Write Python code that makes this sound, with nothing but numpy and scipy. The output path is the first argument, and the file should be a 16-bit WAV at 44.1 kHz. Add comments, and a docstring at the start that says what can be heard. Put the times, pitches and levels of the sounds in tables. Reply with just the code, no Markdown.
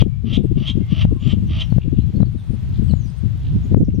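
"""A reed marsh, hissing evenly, with small birds whistling far off. A hidden rail gives six harsh grunts:
uneven pulses and air ring its throat in a rasp that swells into a short squeal.
Wind buffets the microphone, mostly its left port; the hardest buffets overload it,
and the gain control ducks everything and creeps back."""
import sys
import numpy as np
from scipy import signal
from scipy.fft import rfft, irfft, next_fast_len
from scipy.io import wavfile
from scipy.ndimage import uniform_filter1d, map_coordinates

SR = 44100
rng = np.random.default_rng(int(sys.argv[2]) if len(sys.argv) > 2 else 0)


def materialize(psi):
    """Save the field psi as 16-bit PCM at rate SR to the path in sys.argv[1].

    A 1-D psi becomes a single channel; in a 2-D psi each row is a channel.
    """
    bounded = np.clip(np.atleast_2d(psi).T, -1, 1)
    quanta = np.round(bounded * 32767).astype(np.int16)
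    wavfile.write(sys.argv[1], SR, quanta)


N = 176400


def amp(db):
    return 10 ** (np.asarray(db) / 20)


def unit(x):
    return x / np.sqrt(np.mean(x ** 2) + 1e-20)


def clock():
    return np.arange(N) / SR


def along(points, hz):
    """Read (Hz, value) points on a log frequency axis."""
    freqs, values = np.transpose(points)
    return np.interp(np.log(hz + 1), np.log(freqs + 1), values)


def fader(points):
    """A gain for each sample, from (seconds, dB) points."""
    return amp(np.interp(clock(), *np.transpose(points)))


def wobble(rate):
    """A smooth random curve, rate knots a second."""
    return map_coordinates(rng.standard_normal(8192), [clock() * rate], mode="wrap")


def filtered(x, response):
    """Shape x by a gain that depends on frequency."""
    size = next_fast_len(N + 8192)
    return irfft(rfft(x, size) * response(np.fft.rfftfreq(size, 1 / SR)), size)[..., :N]


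def eq(x, curve):
    return filtered(x, lambda f: amp(along(curve, f)))


def noise(spectrum):
    """Coloured noise of rms 1."""
    return unit(eq(rng.standard_normal(N), spectrum))


def even(x, size):
    """Iron out swings of level slower than about size samples."""
    power = uniform_filter1d(uniform_filter1d(x * x, size), size)
    return x / np.sqrt(np.abs(power) + 1e-12)


def echo(x, t60_s):
    """A diffuse tail, different in each ear."""
    t = clock()[:SR]
    tail = rng.standard_normal((2, SR)) * amp(-60 * t / t60_s) * (1 - np.exp(-t / 0.012))
    return signal.fftconvolve(x[None], tail / np.linalg.norm(tail[0]), axes=1)[:, :N]


# Colour of the hiss. Each row: frequency in Hz, relative level in dB.
HISS_COLOUR = [(100, 14), (400, 7.5), (700, 3.5), (1400, -1.5), (2400, -3), (3400, -2), (4500, -8.5),
               (6500, -14), (8500, -19.5), (10000, -25), (14500, -22.5)]
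# Stereo image of the hiss. Each row: frequency in Hz, left-right likeness (1 is mono).
HISS_LIKENESS = [(300, 0.31), (2500, 0.54), (5000, 0.29), (9000, .1)]


def marsh(hiss_db=-49, ticks_per_s=110):
    """The even, wide hiss of the reed bed, with faint ticks."""
    def spread(f):
        angle = np.arccos(along(HISS_LIKENESS, f)) / 2
        return np.array([np.cos(angle), np.sin(angle)])

    mid, side = filtered(np.array([noise(HISS_COLOUR), noise(HISS_COLOUR)]), spread)
    hits = rng.random((2, N)) < ticks_per_s / 2 / SR
    ticks = hits * amp(-32.5 - 17.5 * rng.random((2, N)))
    return amp(hiss_db + 0.5 * wobble(2.8)) * np.array([mid + side, mid - side]) + ticks


# Far whistles. Each row: start in seconds, length in seconds, first and last pitch in Hz, level in dB.
WHISTLES = [(0.075, .11, 2330, 2310, -55), (0.428, 0.042, 8340, 8600, -62),
            (0.809, 0.082, 2140, 2087, -53.5), (1.072, .13, 1094, 1062, -56),
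            (1.11, .07, 8620, 8430, -66.5), (1.191, .14, 6810, 7750, -59),
            (1.468, 0.019, 6340, 5680, -58.5), (1.636, 0.02, 6100, 5300, -57),
            (1.7, 0.034, 4550, 4020, -59), (1.998, 0.038, 3950, 4200, -55),
            (2.157, 0.02, 4520, 4100, -55.5), (2.213, 0.018, 4166, 3800, -49.5),
            (2.251, .025, 4520, 4270, -52.5), (2.297, 0.17, 9320, 8440, -67.5),
            (2.37, 0.049, 3950, 3330, -55.5), (2.472, 0.088, 9000, 9000, -64),
            (2.81, 0.15, 8600, 7380, -65.5), (2.889, 0.035, 4860, 3720, -49.5),
            (2.883, 0.023, 3310, 2840, -49.5), (2.933, .15, 7350, 5460, -58),
            (3.059, 0.049, 4740, 5090, -58.5), (3.064, 0.061, 8680, 8630, -63.5),
            (3.17, 0.029, 9130, 8300, -58.5), (3.634, 0.022, 6470, 7050, -58),
            (3.778, .02, 6540, 7800, -54), (3.846, 0.01, 6200, 5050, -46), (3.944, .02, 6450, 5250, -53.5)]


def whistles(flicker_db=4):
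    """Small birds whistle thin glides that waver and flicker."""
    t, out = clock(), np.zeros(N)
    waver = 1 + 0.009 * wobble(130)
    for start, length, from_hz, to_hz, db in WHISTLES:
        progress = np.clip((t - start) / length, 0, 1)
        pitch = (from_hz + (to_hz - from_hz) * progress) * waver
        fade = np.sqrt(4 * progress * (1 - progress))
        out += amp(db) * fade * np.sin(2 * np.pi * np.cumsum(pitch) / SR)
    return out * unit(amp(flicker_db * wobble(260)))


# Far rasping notes. Each row: centre in seconds, length in seconds, band centre in Hz, level in dB.
FAR_RASPS = [(1.827, 0.037, 2790, -47), (1.979, 0.065, 2970, -54), (2.759, 0.063, 3640, -56),
             (3.464, 0.066, 3270, -53.5), (3.896, 0.028, 2440, -52)]


def far_rasps(rattle_hz=59.4, log_width=0.2):
    """Soft bird rasps, each a rattling band of noise."""
    t, out = clock(), np.zeros(N)
    for centre, length, hz, db in FAR_RASPS:
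        bell = lambda f: np.exp(-0.5 * (np.log((f + 1) / hz) / log_width) ** 2)
        band = filtered(rng.standard_normal(N), bell)
        fade = np.exp(-(2 * (t - centre) / length) ** 2)
        out += amp(db) * fade * unit(band * (1 + np.cos(2 * np.pi * rattle_hz * t)))
    return out


def far_birds():
    """The small birds, set back by a short scatter and the long echo of the marsh."""
    calls = whistles() + far_rasps()
    return amp(1) * calls + amp(-3.5) * echo(calls, t60_s=0.12) + amp(-4) * echo(calls, t60_s=1)


# Colours of the wind's flutter and of its faster eddies. Each row: frequency in Hz, relative level in dB.
FLUTTER_COLOUR = [(80, -6.5), (140, -3), (190, 2.5), (280, -8.5), (400, -22), (600, -38.5), (1000, -60.5),
                  (2000, -85)]
EDDY_COLOUR = [(150, -23), (300, 11.5), (450, 2.5), (700, -18), (1200, -48.5), (2500, -61)]


def puffs(rows, width_s=0.012, eddy_growth=2.045):
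    """Short swells of flutter; the stronger ones shed faster eddies."""
    t = clock()
    force = amp(-1.5) * sum(amp(db) * np.exp(-((t - centre) / width_s) ** 2) for centre, db in rows)
    flutter = force * even(noise(FLUTTER_COLOUR), size=500)
    eddies = amp(-7.5 + 3 * wobble(120)) * force ** eddy_growth * noise(EDDY_COLOUR)
    return flutter + eddies


# Soft thumps of wind. Each row: centre in seconds, level in dB.
THUMPS = [(.383, -6.5), (0.413, -5), (0.453, -1.5), (0.517, 0), (0.575, 0), (0.756, 1.5), (.927, 0.5),
          (1.112, -1), (1.273, 1.5), (1.765, 0), (1.882, 2), (1.989, 2.5), (2.179, -3), (2.505, -0.5),
          (2.798, -1), (2.824, -2.5), (3.257, -11), (3.771, 3), (3.83, 5.5), (3.948, 2.5)]


def thumps(hz=87, width_s=0.0063, edge_s=0.0012):
    """Small eddies at the port: the pressure swings up and drops back."""
    out = np.zeros(N)
    for centre, db in THUMPS:
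        u = clock() - centre
        out -= amp(db) * np.tanh(u / edge_s) * np.exp(-(u / width_s) ** 2) * np.cos(2 * np.pi * hz * u)
    return out


# Colour of the wind's rumble. Each row: frequency in Hz, relative level in dB.
RUMBLE_COLOUR = [(15, -18), (30, -23), (60, 1.5), (120, 1.5), (170, -8.5), (260, -35.5), (500, -58.5),
                 (1000, -79.5)]
# Fader rides of the gusts at each port. Each row: time in seconds, relative level in dB.
LEFT_GUSTS = [(0.0, -4.5), (0.04, -2.5), (0.17, -8.5), (0.6, -8), (0.63, -14.5), (0.83, -11.5),
              (0.88, -17.5), (1.11, -2), (1.19, -17), (1.28, -7.5), (1.59, -17), (1.79, -9.5),
              (1.82, -14.5), (2.08, -6.5), (2.12, -25.5), (2.24, -5.5), (2.46, -24), (2.5, -16),
              (2.56, -17.5), (2.74, -14.5), (2.95, -6.5), (3.15, -21), (3.27, -9.5), (3.41, -19.5),
              (3.53, -12.5), (3.68, -16), (3.76, -9), (4.0, -7)]
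RIGHT_GUSTS = [(0.0, -17.5), (0.19, -29), (0.28, -22), (0.61, -18), (0.66, -32), (0.85, -21), (0.96, -27),
               (1.06, -9.5), (1.22, -28.5), (1.55, -14.5), (1.68, -31), (1.82, -25), (1.96, -22),
               (2.09, -29), (2.22, -20.5), (2.54, -32.5), (2.7, -19), (2.93, -34.5), (3.03, -28),
               (3.16, -39), (3.57, -10.5), (3.65, -26.5), (3.8, -7.5), (4.0, -19.5)]
# Puffs of turbulence at each port. Each row: centre in seconds, relative level in dB.
LEFT_PUFFS = [(0.066, -2), (.03, -2.5), (0.248, -7), (0.276, -8), (0.306, -16), (0.33, -6.5), (0.384, 0.5),
              (0.41, -4), (0.448, -0.5), (0.516, -5.5), (0.574, -4), (0.618, -7.5), (0.7, -16.5),
              (0.778, -7), (0.812, -8.5), (0.926, -9.5), (1.122, -3), (1.164, -14.5), (1.23, -14),
              (1.268, -9.5), (1.336, -5.5), (1.378, -11.5), (1.406, -20.5), (1.434, -12.5), (1.462, -18),
              (1.512, -16.5), (1.574, -18.5), (1.856, -10), (1.882, -12), (1.932, -6), (1.99, -12),
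              (2.21, -7), (2.098, -17.5), (2.15, -10), (2.176, -11), (2.356, -14), (2.508, -18.5),
              (2.54, -14.5), (2.792, -18.5), (2.826, -11), (2.904, -10.5), (3.056, -22.5), (3.238, -18),
              (3.26, -15), (3.654, -15.5), (3.722, -6), (3.772, 2), (3.83, -3.5), (3.888, -4), (3.948, -7),
              (3.99, -3.5)]
RIGHT_PUFFS = [(3.724, -21.5), (3.811, 1), (3.829, -13.5)]


def wind():
    """Unrelated turbulence at the two ports: rumble, light flutter and puffs, with thumps on the left."""
    def port(gusts, flutter_db):
        rumble = even(noise(RUMBLE_COLOUR), size=1500)
        flutter = amp(flutter_db + 5.8 * wobble(45)) * noise(FLUTTER_COLOUR)
        return fader(gusts) * (rumble + flutter)

    left = amp(-3) * port(LEFT_GUSTS, flutter_db=-18.5) + puffs(LEFT_PUFFS) + thumps()
    right = amp(-1.5) * port(RIGHT_GUSTS, flutter_db=-17) + puffs(RIGHT_PUFFS)
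    return np.array([left, right])


# Hard hits of wind. Each row: centre in seconds, push level in dB, snap level in dB.
BUFFETS = [(.023, 8.5, -1.5), (1.052, 6, -10.5), (1.725, 0.5, -16), (1.784, 3, -11), (2.205, 1, -16.5),
           (2.231, 7.5, -9), (2.937, 1.5, -14.5), (3.746, 6.5, 1)]


def buffets(push_hz=134, push_s=0.0034, snap_s=0.00043, right_db=-28.5):
    """An eddy strikes the left port: a low push with a sharp snap of pressure in it."""
    out = np.zeros(N)
    for centre, push_db, snap_db in BUFFETS:
        u = clock() - centre
        out += amp(push_db) * np.exp(-(u / push_s) ** 2) * np.sin(2 * np.pi * push_hz * u)
        out += amp(snap_db) * np.e * u / snap_s * np.exp(-np.abs(u) / snap_s)
    return np.array([out, amp(right_db) * out])


# Overall EQ of the rail's voice. Each row: frequency in Hz, gain in dB.
VOICE_EQ = [(200, -31), (500, 1.5), (1000, -3), (3900, 6), (4200, -1.5), (6300, -5), (7200, -8), (8900, -8),
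            (9500, -41.5)]


def voice(pulse_hz, throat, jitter, scatter_db=3, air_share=0.65):
    """Uneven pulses and puffs of air ringing the throat, at a steady level."""
    def resonances(f):
        return sum((-1) ** i * amp(db) * 1j * f * width / (hz * hz - f * f + 1j * f * width)
                   for i, (hz, width, db) in enumerate(sorted(throat)))

    cycles = np.cumsum(pulse_hz * np.ones(N)) / SR
    beats = np.arange(4000) + jitter * rng.standard_normal(4000)
    onsets = np.round(np.interp(beats, cycles, np.arange(N), right=N)).astype(int)
    sizes = amp(scatter_db * rng.standard_normal(len(beats)))
    pulses = np.bincount(onsets, sizes, N + 1)[:N]
    # Each pulse trails a brief breath of noise.
    air = signal.lfilter([1], [1, -np.exp(-1 / (0.0013 * SR))], pulses) * rng.standard_normal(N)
    source = unit(pulses) + air_share * unit(air)
    return even(filtered(source, lambda f: resonances(f) * amp(along(VOICE_EQ, f))), size=900)


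# Throat resonances of the rasp. Each row: centre in Hz, width in Hz, gain in dB.
RASP_THROAT = [(647, 260, -3), (1172, 130, 1), (2290, 490, -3), (2530, 150, 4), (2975, 430, 5),
               (3544, 430, 0.5), (3606, 100, 1.5), (4640, 180, -2.5), (5200, 160, -6), (5920, 320, -10.5)]


def rasp(squeal_times, crest_hz=639.4, sag=0.2, lead_s=0.025, arch_s=0.12):
    """A rattling voice whose wavering pitch arches up to a crest just before each squeal."""
    arch = np.max([np.exp(-((clock() - at + lead_s) / arch_s) ** 2) for at in squeal_times], axis=0)
    pitch = crest_hz * (1 - sag * (1 - arch)) * (1 + 0.04 * wobble(220))
    return voice(pitch, RASP_THROAT, jitter=0.045) * unit(amp(wobble(210)))


# Harmonics of the tone in the squeal. Each row: harmonic number, relative level in dB.
TONE_PARTIALS = [(1, -19.5), (2, -18), (3, 8), (4, -18.5), (5, -24), (6, -23)]


def squeal_tone(u, throat_hz, fall_hz, waver, rise_s=0.035, drop_s=0.0038):
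    """A tone whose third harmonic climbs to the throat resonance and drops as the time u passes zero."""
    climb = 1 - 0.052 * np.clip(-u / rise_s, 0, 1) ** 2
    drop = (1 + np.tanh(u / drop_s)) / 2
    pitch = throat_hz / 3 * climb - fall_hz * drop
    phase = 2 * np.pi * np.cumsum(pitch * waver) / SR
    return sum(amp(db) * np.sin(harmonic * phase) for harmonic, db in TONE_PARTIALS)


# Lesser throat resonances of the squeal. Each row: centre in Hz, width in Hz, gain in dB.
SQUEAL_THROAT = [(1170, 180, -31.5), (2220, 400, -16), (3930, 250, -10), (4700, 500, -26), (5800, 500, -38),
                 (6260, 330, -28.5), (8700, 900, -37)]
# The grunts. Each row: start and squeal centre in seconds, rasp and squeal levels in dB, squeal length
# in seconds, main throat resonance in Hz, tone level in dB, fall of the tone's fundamental in Hz.
GRUNTS = [(-.1, 0.01, -32, -34.5, 0.027, 3255, -41, 0.5), (0.24, 0.351, -33, -27.5, 0.04, 3274, -33.5, 24),
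          (0.547, 0.691, -34, -27.5, 0.032, 3266, -29.5, 20),
          (0.875, 1.019, -33.5, -34.5, 0.012, 3146, -34, 93.5),
          (1.19, 1.314, -35, -36, 0.026, 3124, -42, 27.5),
          (1.472, 1.615, -33.5, -31.5, 0.016, 3234, -31, 89)]


def grunts(attack_s=0.034, swell_db_per_s=81.5, release_s=0.016, squeal_in_s=0.0086, squeal_out_s=0.0045):
    """Each grunt: a swelling rasp, then a squeal with a rough tone in it."""
    t, out = clock(), np.zeros(N)
    rasping = rasp([peak for _, peak, *_ in GRUNTS])
    waver = 1 + 0.0182 * wobble(400)
    roughness = unit(amp(5 * wobble(450)))
    for start, peak, rasp_db, squeal_db, length, throat_hz, tone_db, fall_hz in GRUNTS:
        u = t - peak
        attack = np.clip((t - start) / attack_s, 0, 1)
        swell = amp(swell_db_per_s * np.minimum(u, 0))
        release = np.exp(-(np.maximum(u, 0) / release_s) ** 2)
        out += amp(rasp_db) * attack * swell * release * rasping
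        fade_in = np.exp(np.minimum(u + length / 2, 0) / squeal_in_s)
        fade_out = np.exp(-np.maximum(u - length / 2, 0) / squeal_out_s)
        squeal = voice(pulse_hz=267.5, throat=SQUEAL_THROAT + [(throat_hz, 420, 0)], jitter=0.085)
        tone = roughness * squeal_tone(u, throat_hz, fall_hz, waver)
        out += fade_in * fade_out * (amp(squeal_db) * squeal + amp(tone_db) * tone)
    return out


# EQ on the rail's long echo. Each row: frequency in Hz, gain in dB.
ECHO_EQ = [(2000, 1), (2620, -2.5), (2780, 8.5), (2940, -8.5), (3300, -5), (3800, -5.5), (8000, 5)]


def rail():
    """The rail grunts from cover: a tight mono scatter off the reeds, then a wide, ringing tail."""
    call = grunts()
    reeds = echo(call, t60_s=0.07)[0]
    tail = eq(echo(call, t60_s=1), ECHO_EQ)
    return call + amp(-6) * reeds + amp(-18.5) * tail


def scene():
    return rail() + far_birds() + wind() + buffets() + marsh()


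def record(dry, limit_db=-0.5, recover_db_per_s=11.0, attack_s=0.006, top_hz=15500):
    """The gain drops on an overload and recovers slowly; what gets through is clipped and low-passed."""
    needed_db = np.minimum(limit_db - 20 * np.log10(np.abs(dry).max(0) + 1e-9), 0)
    recovery_db = recover_db_per_s * clock()
    gain_db = np.minimum.accumulate(needed_db - recovery_db) + recovery_db
    gain = amp(uniform_filter1d(gain_db, int(attack_s * SR)))
    return filtered(np.clip(dry * gain, -1, 1), lambda f: f < top_hz)


dry = scene()
out = record(dry)
materialize(out)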